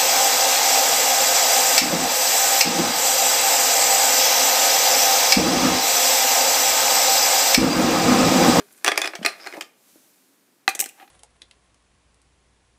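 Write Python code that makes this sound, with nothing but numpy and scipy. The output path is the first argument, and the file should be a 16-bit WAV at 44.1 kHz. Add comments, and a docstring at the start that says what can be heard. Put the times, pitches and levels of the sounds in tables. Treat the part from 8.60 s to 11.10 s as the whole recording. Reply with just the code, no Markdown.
"""A small quiet room: a hand drops and shuffles small plastic toy boards in a wooden box, then picks at a pile
of them on a carpet. Each contact is a brief noise crack that excites damped resonances of the box, wheels or a deck.
Random stick-slip catches make the sliding and rubbing; damped low tones with dull noise make the hand's bumps.
Filtered noise makes an arm brushing past and the still air, and decaying noise echoes make the room's answer."""
import sys
import numpy as np
from scipy import signal
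from scipy.fft import rfft, irfft
from scipy.io import wavfile

SR = 44100
rng = np.random.default_rng(int(sys.argv[2]) if len(sys.argv) > 2 else 0)


def master(y):
    """Save y as 16-bit WAV."""
    cut = np.clip(np.atleast_2d(y).T, -1, 1)
    pcm = np.round(cut * 32767)  # scale
    wavfile.write(sys.argv[1], SR, pcm.astype(np.int16))


N = 110250  # length in samples

# Boards falling and knocking in the box. Each row: start in seconds, relative level in dB, tilt in dB per octave,
# contact time scale in ms, note of the struck board in Hz.
BOX_HITS = [(.2455, -8, 0.5, 3.3, 2210), (.2625, -9, 2, 2.4, 2760), (.2715, -10, 1, 1.4, 6130),
            (.279, -0.5, 0, 0.98, 3383), (.2855, -6, -1.5, 1.5, 3460), (.3175, -6.5, -1.5, 2.7, 3370),
            (.3762, -3, 1.5, 2.1, 2420), (.390, -25, -0.5, 5, 2410), (.4165, -8.5, 3, 2.1, 3460),
            (.4375, -19, -2.5, 3.5, 3450), (.443, -12, -0.5, 3.3, 2450), (.455, -13.5, 1.5, 7.7, 3410),
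            (.4745, -13.5, 0.5, 2.1, 5020), (.535, -21.5, -4.5, 3.8, 2220), (.552, -19, 1, 5.2, 2280),
            (.628, -23, 0, 8.5, 3000), (.6485, -7, -0.5, 4.9, 2390), (.661, -2, 2, 1.7, 4200),
            (.863, -22, -1.5, 6.7, 2170), (.871, -19.5, 0, 1.4, 4200), (.925, -26, -3, 2.6, 2190),
            (.936, -22.5, -4, 11, 1920), (.968, -29.5, -1, 4.4, 760), (1.0095, -17, 2.5, 2.5, 3140),
            (1.020, -25, 0.5, 3.5, 3230)]
# Resonances of the box. Each row: frequency in Hz, relative level in dB, 60 dB decay time in seconds.
BOX_MODES = [(315, -10.5, 0.12), (395.4, -8.5, 0.069), (678.5, -5, 0.066), (818, -7.5, 0.035),
             (1208, -9, 0.088), (1692, -2.5, 0.019), (1878, -10.5, 0.12), (2472, -3, 0.05),
             (5050, -9, .015)]
# Colour of a crack in the box. Each row: frequency in Hz, gain in dB.
BOX_CRACK_COLOUR = [(150, -30), (330, -3.5), (1000, -2), (2200, 1.5), (2900, -4.5), (5200, -7),
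                    (9000, -15.5), (15500, -29)]
BOX_DB, BOX_RING_DB = -25.5, -3  # all contacts; ring against crack


def box_hits():
    """Impact excitation: boards strike the wooden box and set its modes ringing."""
    hits = strikes(BOX_HITS, BOX_CRACK_COLOUR, BOX_MODES, BOX_RING_DB, detune=0.018, wet_db=-1)
    return undb(BOX_DB) * hits


# Bright clicks of wheels and deck edges, mostly on the pile. Each row: start in seconds, relative level in dB,
# tilt in dB per octave, contact time scale in ms.
PILE_CLICKS = [(.2455, -11, 1, 1.17), (2.0785, -22, -6, 0.91), (2.0872, -30, -3, 1.2),
               (2.090, -15, -1.5, 6.7), (2.1503, -18, -3, 4.7), (2.1923, -14, -0.5, 2.1),
               (2.2003, -10.5, 9, 0.4), (2.203, -6.5, 1.5, 0.87), (2.206, -17.5, -2, 1.9),
               (2.2112, -8, 5, 0.59), (2.2413, -21.5, -2.5, 0.64), (2.259, -23.5, -3, 2.2),
               (2.289, -31.5, 0.5, 5.5)]
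# Resonances of the wheels. Each row: frequency in Hz, relative level in dB, 60 dB decay time in seconds.
WHEEL_MODES = [(6125, -6, 0.0059), (8120, -1, 0.0051)]
# Colour of a crack on the pile. Each row: frequency in Hz, gain in dB.
PILE_CRACK_COLOUR = [(60, -46.5), (250, -8), (600, -4), (1100, -15.5), (2000, 0), (4000, -5), (6500, 1.5),
                     (10000, 1), (15500, -5)]
PILE_DB, PILE_RING_DB = -25, -4  # all contacts; ring against crack


def pile_clicks():
    """Impact of small stiff parts: short contacts excite high, quickly damped modes."""
    clicks = strikes(PILE_CLICKS, PILE_CRACK_COLOUR, WHEEL_MODES, PILE_RING_DB, detune=0.03, wet_db=-2)
    return undb(PILE_DB) * clicks


# Blows that ring a whole deck. Each row: start in seconds, relative level in dB, tilt in dB per octave,
# contact time scale in ms.
DECK_KNOCKS = [(2.0785, 2, 0.5, 0.86), (2.2225, -21, -4, 2.3), (2.262, -31, 1, 2.2), (2.399, -33, -4, 4.3),
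               (2.425, -35, -5.5, 5), (2.477, -40.5, 1, 3.2)]
# Resonances of a deck. Each row: frequency in Hz, relative level in dB, 60 dB decay time in seconds.
DECK_MODES = [(322, -16.5, 0.057), (778.4, 4, 0.068), (792.4, 1, 0.063), (1207, -9, 0.036),
              (1660, 2.5, 0.007), (1973, -3.5, 0.025), (2430, -8.5, 0.2), (2550, -5.5, 0.074),
              (4100, -4.5, 0.023)]
# Colour of a crack on a deck. Each row: frequency in Hz, gain in dB.
DECK_CRACK_COLOUR = [(160, -29), (350, -3), (800, -20.5), (1800, 3.5), (3800, -6.5), (15000, -29)]
DECK_DB, DECK_RING_DB = -26.5, 3.5  # all contacts; ring against crack


def deck_knocks():
    """Modal vibration of a plate: a blow rings the whole deck."""
    knocks = strikes(DECK_KNOCKS, DECK_CRACK_COLOUR, DECK_MODES, DECK_RING_DB, detune=0.0024, wet_db=-5)
    return undb(DECK_DB) * knocks


BOARD_RING_DB, BOARD_T60_S = -5.5, 0.028


def strikes(hits, crack_colour, modes, ring_db, detune, wet_db, size=4096):
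    """Modal superposition: each crack excites the modes differently, and a loose board adds its own note."""
    out = np.zeros(N)
    t = np.arange(size) / SR
    mode_hz, mode_db, mode_t60 = np.array(modes).T
    for at, db, tilt, ms, *board_notes in hits:
        hz_spread, phase_spread = rng.standard_normal((2, len(mode_hz)))
        struck_hz = mode_hz * (1 + detune * hz_spread)
        gains = undb(mode_db + tilt * np.log2(mode_hz / mode_hz.mean()))
        ring = np.zeros(size)
        for gain, hz, t60, phase in zip(gains, struck_hz, mode_t60, np.pi * phase_spread):
            ring += gain * mode(t, hz, t60, phase)
        board = sum(mode(t, hz, BOARD_T60_S) for hz in board_notes)
        contact = unit(colour(crack(t, ms), crack_colour, tilt))
        contact = contact + undb(ring_db) * unit(ring) + undb(BOARD_RING_DB) * board
        add(out, at, room(undb(db) * unit(contact), wet_db))
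    return out


PATCH_HZ, PATCH_DB = 420, 4.5  # spacing and spread of the spectral peaks and dips


def crack(t, ms, rise=0.12):
    """Broadband excitation: micro-contacts die in a few ms, with peaks and dips set by the spot struck."""
    u = t * 1000 / max(ms, 0.2)  # time in units of the contact time scale
    burst = rng.standard_normal(len(t)) * np.exp(-(u / 1.6) ** 1.6) * (1 - np.exp(-u / rise))
    spot_hz = np.arange(PATCH_HZ, SR / 2, PATCH_HZ)
    spread = np.clip(rng.standard_normal(len(spot_hz)), -1.5, 1.5)
    spot_db = PATCH_DB * spread * np.minimum(spot_hz / 2500, 1)  # smaller in the bass
    # Dividing by the root of the magnitude halves the spectrum's unevenness in dB.
    spectrum = rfft(burst)
    even = irfft(spectrum / np.sqrt(np.abs(spectrum) + 1e-9)) * np.exp(-(u / 5) ** 2)
    return unit(colour(even, np.c_[spot_hz, spot_db]))


def mode(t, hz, t60, phase=0):
    """Damped harmonic oscillation: one resonance with a soft onset and an energy of one."""
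    decay = np.exp(-np.log(1000) * t / t60)
    onset = 1 - np.exp(-t * hz)
    return unit(np.sin(2 * np.pi * hz * t + phase) * decay * onset)


# Soft bumps of the hand on the box. Each row: start in seconds, relative level in dB, pitch in Hz, decay in ms.
BUMPS = [(.002, -22.5, 409, 12.3), (0.59, -20.5, 192, 7.3), (0.613, -15, 216, 7.9),
         (0.95, -24.5, 417, 12.7), (0.975, -18.5, 315, 7.2), (1.358, -30.5, 322, 3)]
BUMP_DB = -33


def bumps(knock_db=-5, size=6000):
    """Soft impact: flesh on wood gives a low damped note and a dull noise knock."""
    out = np.zeros(N)
    t = np.arange(size) / SR
    knock_colour = [(70, -23.0), (200, 0), (650, 4.5), (1500, -24.5), (6000, -42)]  # Hz, dB
    for at, db, hz, ms in BUMPS:
        fade = np.exp(-t * 1000 / ms)
        note = np.sin(2 * np.pi * hz * t) * fade * (1 - np.exp(-t / 0.0031))
        knock = colour(rng.standard_normal(size) * fade, knock_colour)
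        add(out, at, undb(db) * (unit(note) + undb(knock_db) * unit(knock)))
    return out * undb(BUMP_DB)


# Boards sliding in the box. Each row: time in seconds, level in dB.
SLIDE = [(0, -43), (0.037, -65.5), (0.233, -60.5), (0.261, -28.5), (.33, -46), (.36, -36.5), (.45, -37.5),
         (.52, -59.5), (.60, -59), (0.689, -36), (.76, -53), (.85, -43), (.97, -51), (1.1, -76.5)]
GRAINS_PER_S = 900


def slide(tilt=-1, ring_db=-7, size=8000):
    """Stick-slip friction: dense tiny catches of sliding boards, heard through the box's modes."""
    t = np.arange(size) / SR
    grains = catches(GRAINS_PER_S, N)
    box_response = sum(undb(db) * mode(t, hz, t60) for hz, db, t60 in BOX_MODES)
    ring = signal.fftconvolve(grains, box_response)[:N]
    scrape = unit(colour(grains, BOX_CRACK_COLOUR, tilt))
    return shaped(scrape + undb(ring_db) * unit(ring), SLIDE)


# Short rubs of fingers and boards. 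Each row: middle in seconds, length in seconds, level in dB,
# centre frequency in Hz, bandwidth in Hz.
RUBS = [(0.128, 0.031, -56.5, 9800, 6000), (.18, 0.063, -60, 9500, 5000), (0.832, 0.072, -50, 5150, 600),
        (0.973, 0.044, -41, 670, 350), (2.291, .035, -51.5, 2630, 447), (2.41, .09, -54, 774, 171),
        (2.412, .1, -57.5, 1940, 1860)]
RUB_GRAINS_PER_S = 1500


def rubs(size=8192):
    """Friction through a resonance: gritty catches swell and fade through one band."""
    out = np.zeros(N)
    t = np.arange(size) / SR
    for at, length, db, hz, width in RUBS:
        swell = np.sin(np.pi * np.minimum(t / length, 1))
        edges = [max(hz - width / 2, 20), min(hz + width / 2, SR / 2 - 1)]
        band = signal.butter(2, edges, "band", fs=SR, output="sos")
        rub = signal.sosfilt(band, swell * catches(RUB_GRAINS_PER_S, size))
        add(out, at - length / 2, undb(db) * unit(rub) * np.sqrt(length * SR))
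    return out


GRAIN_SPREAD_DB = 6.5


def catches(per_s, size):
    """Random impulse process: stick-slip catches of uneven strength and either sign."""
    happens = rng.random(size) < per_s / SR
    sign = rng.choice([-1, 1], size)
    strength = undb(GRAIN_SPREAD_DB * np.minimum(rng.standard_normal(size), 2))
    return happens * sign * strength


# Arm brushing past. Each row: time in seconds, level in dB.
BRUSH = [(.75, -59), (.98, -53.5), (1.129, -68.5), (1.3, -56), (1.8, -66), (2.05, -69.5), (2.42, -58),
         (2.5, -68)]
# Colour of the brushing. Each row: frequency in Hz, gain in dB.
BRUSH_COLOUR = [(3000, -4), (7000, 0), (13000, 0), (16000, -5)]


def brush():
    """Broadband friction noise: the soft hiss of a moving arm swells and fades."""
    return shaped(colour(rng.standard_normal(N), BRUSH_COLOUR), BRUSH)


# Colour of the still room air. Each row: frequency in Hz, gain in dB.
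AIR_COLOUR = [(40, -33.5), (120, -9.5), (270, 0.5), (520, -9), (2000, -16), (15000, -26.5)]
AIR_DB = -64.5


def air():
    """Stationary noise: still room air at a constant average level."""
    return unit(colour(rng.standard_normal(N), AIR_COLOUR)) * np.sqrt(N) * undb(AIR_DB)


# Decay of the room's tail by band. Each row: frequency in Hz, 60 dB decay time in seconds.
ROOM_T60 = [(400, 0.62), (2500, 0.42), (9000, 0.29)]
# Colour of the echoes. Each row: frequency in Hz, gain in dB.
ROOM_COLOUR = [(150, -6.5), (600, -1.5), (15000, -4)]
ROOM_DB, EARLY_DB = -14, -6  # tail and quick reflections, before their colour
EARLY_S, ROOM_ONSET_S = 0.02, 0.0045  # decay constant of the reflections; rise of all echoes


def room(x, wet_db=0, size=16384):
    """Reverberation: quick reflections, then a tail whose treble dies first, in a new pattern at each call."""
    t = np.arange(size) / SR
    hz = np.arange(size // 2 + 1) * SR / size
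    noise = rfft(rng.standard_normal(size))
    tail = np.zeros(size)
    for k, (_, t60) in enumerate(ROOM_T60):
        # Overlapping bands: one at this row's frequency, zero at the others.
        band = on_log([(f, j == k) for j, (f, _) in enumerate(ROOM_T60)], hz)
        tail += irfft(noise * band) * np.exp(-np.log(1000) * t / t60)
    early = rng.standard_normal(size) * np.exp(-t / EARLY_S)
    onset = np.minimum(t / ROOM_ONSET_S, 1) ** 2
    echo = undb(ROOM_DB) * unit(tail * onset) + undb(EARLY_DB) * unit(early * onset)
    echo = colour(echo, ROOM_COLOUR) * undb(wet_db)
    echo[0] += 1  # direct sound
    return signal.fftconvolve(x, echo)[:N]


def undb(db):
    """Logarithmic level: decibels to amplitude gain."""
    return 10 ** (np.asarray(db) / 20)


def unit(x):
    """Energy normalisation: scale to a sum of squares of one."""
    return x / np.sqrt(np.sum(x ** 2))


def on_log(points, hz):
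    """Logarithmic frequency scale: interpolate (Hz, value) points along it."""
    f, v = np.array(points, float).T
    return np.interp(np.log(np.maximum(hz, 1)), np.log(f), v)


def colour(x, points, tilt=0):
    """Minimum-phase filtering: causal filter through (Hz, dB) points, tilted in dB per octave about 2 kHz."""
    size = 2 * len(x)
    hz = np.maximum(np.arange(len(x) + 1) * SR / size, 1)
    gain_db = on_log(points, hz) + tilt * np.log2(np.maximum(hz, 400) / 2000)  # tilt levels off below 400 Hz
    # Folding the cepstrum onto positive times makes the filter causal.
    cepstrum = irfft(np.log(undb(gain_db)))
    cepstrum[1:len(x)] *= 2
    cepstrum[len(x) + 1:] = 0
    return irfft(rfft(x, size) * np.exp(rfft(cepstrum)))[:len(x)]


def add(out, at, x):
    """Linear superposition: mix a sound in at a time in seconds."""
    i = max(int(at * SR), 0)
    out[i:i + len(x)] += x[:max(N - i, 0)]


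def shaped(x, curve):
    """Amplitude modulation: make a steady sound follow a (s, dB) curve."""
    seconds, db = np.array(curve).T
    level_db = np.interp(np.arange(N) / SR, seconds, db)
    return unit(x) * np.sqrt(N) * undb(level_db)


def scene():
    """Superposition of sources: clatter in the box, then on the pile, which is nearer and so drier."""
    impacts = box_hits() + pile_clicks() + deck_knocks() + room(bumps())
    friction = room(slide() + rubs())
    background = brush() + air()
    mix = impacts * np.sqrt(SR) / 2 + friction + background
    return mix[None]


TOP_HZ = 15400


def record(dry, ceiling=0.85, low_cut_hz=130):
    """Band limiting and saturation: the microphone thins the bass, rounds the loudest peaks and cuts the top."""
    low_cut = signal.butter(2, low_cut_hz, "high", fs=SR, output="sos")
    top_cut = signal.ellip(8, 0.2, 70, TOP_HZ, fs=SR, output="sos")
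    thin = signal.sosfilt(low_cut, dry)
    rounded = ceiling * np.tanh(thin / ceiling)
    return signal.sosfilt(top_cut, rounded)


dry = scene()
out = record(dry)
master(out)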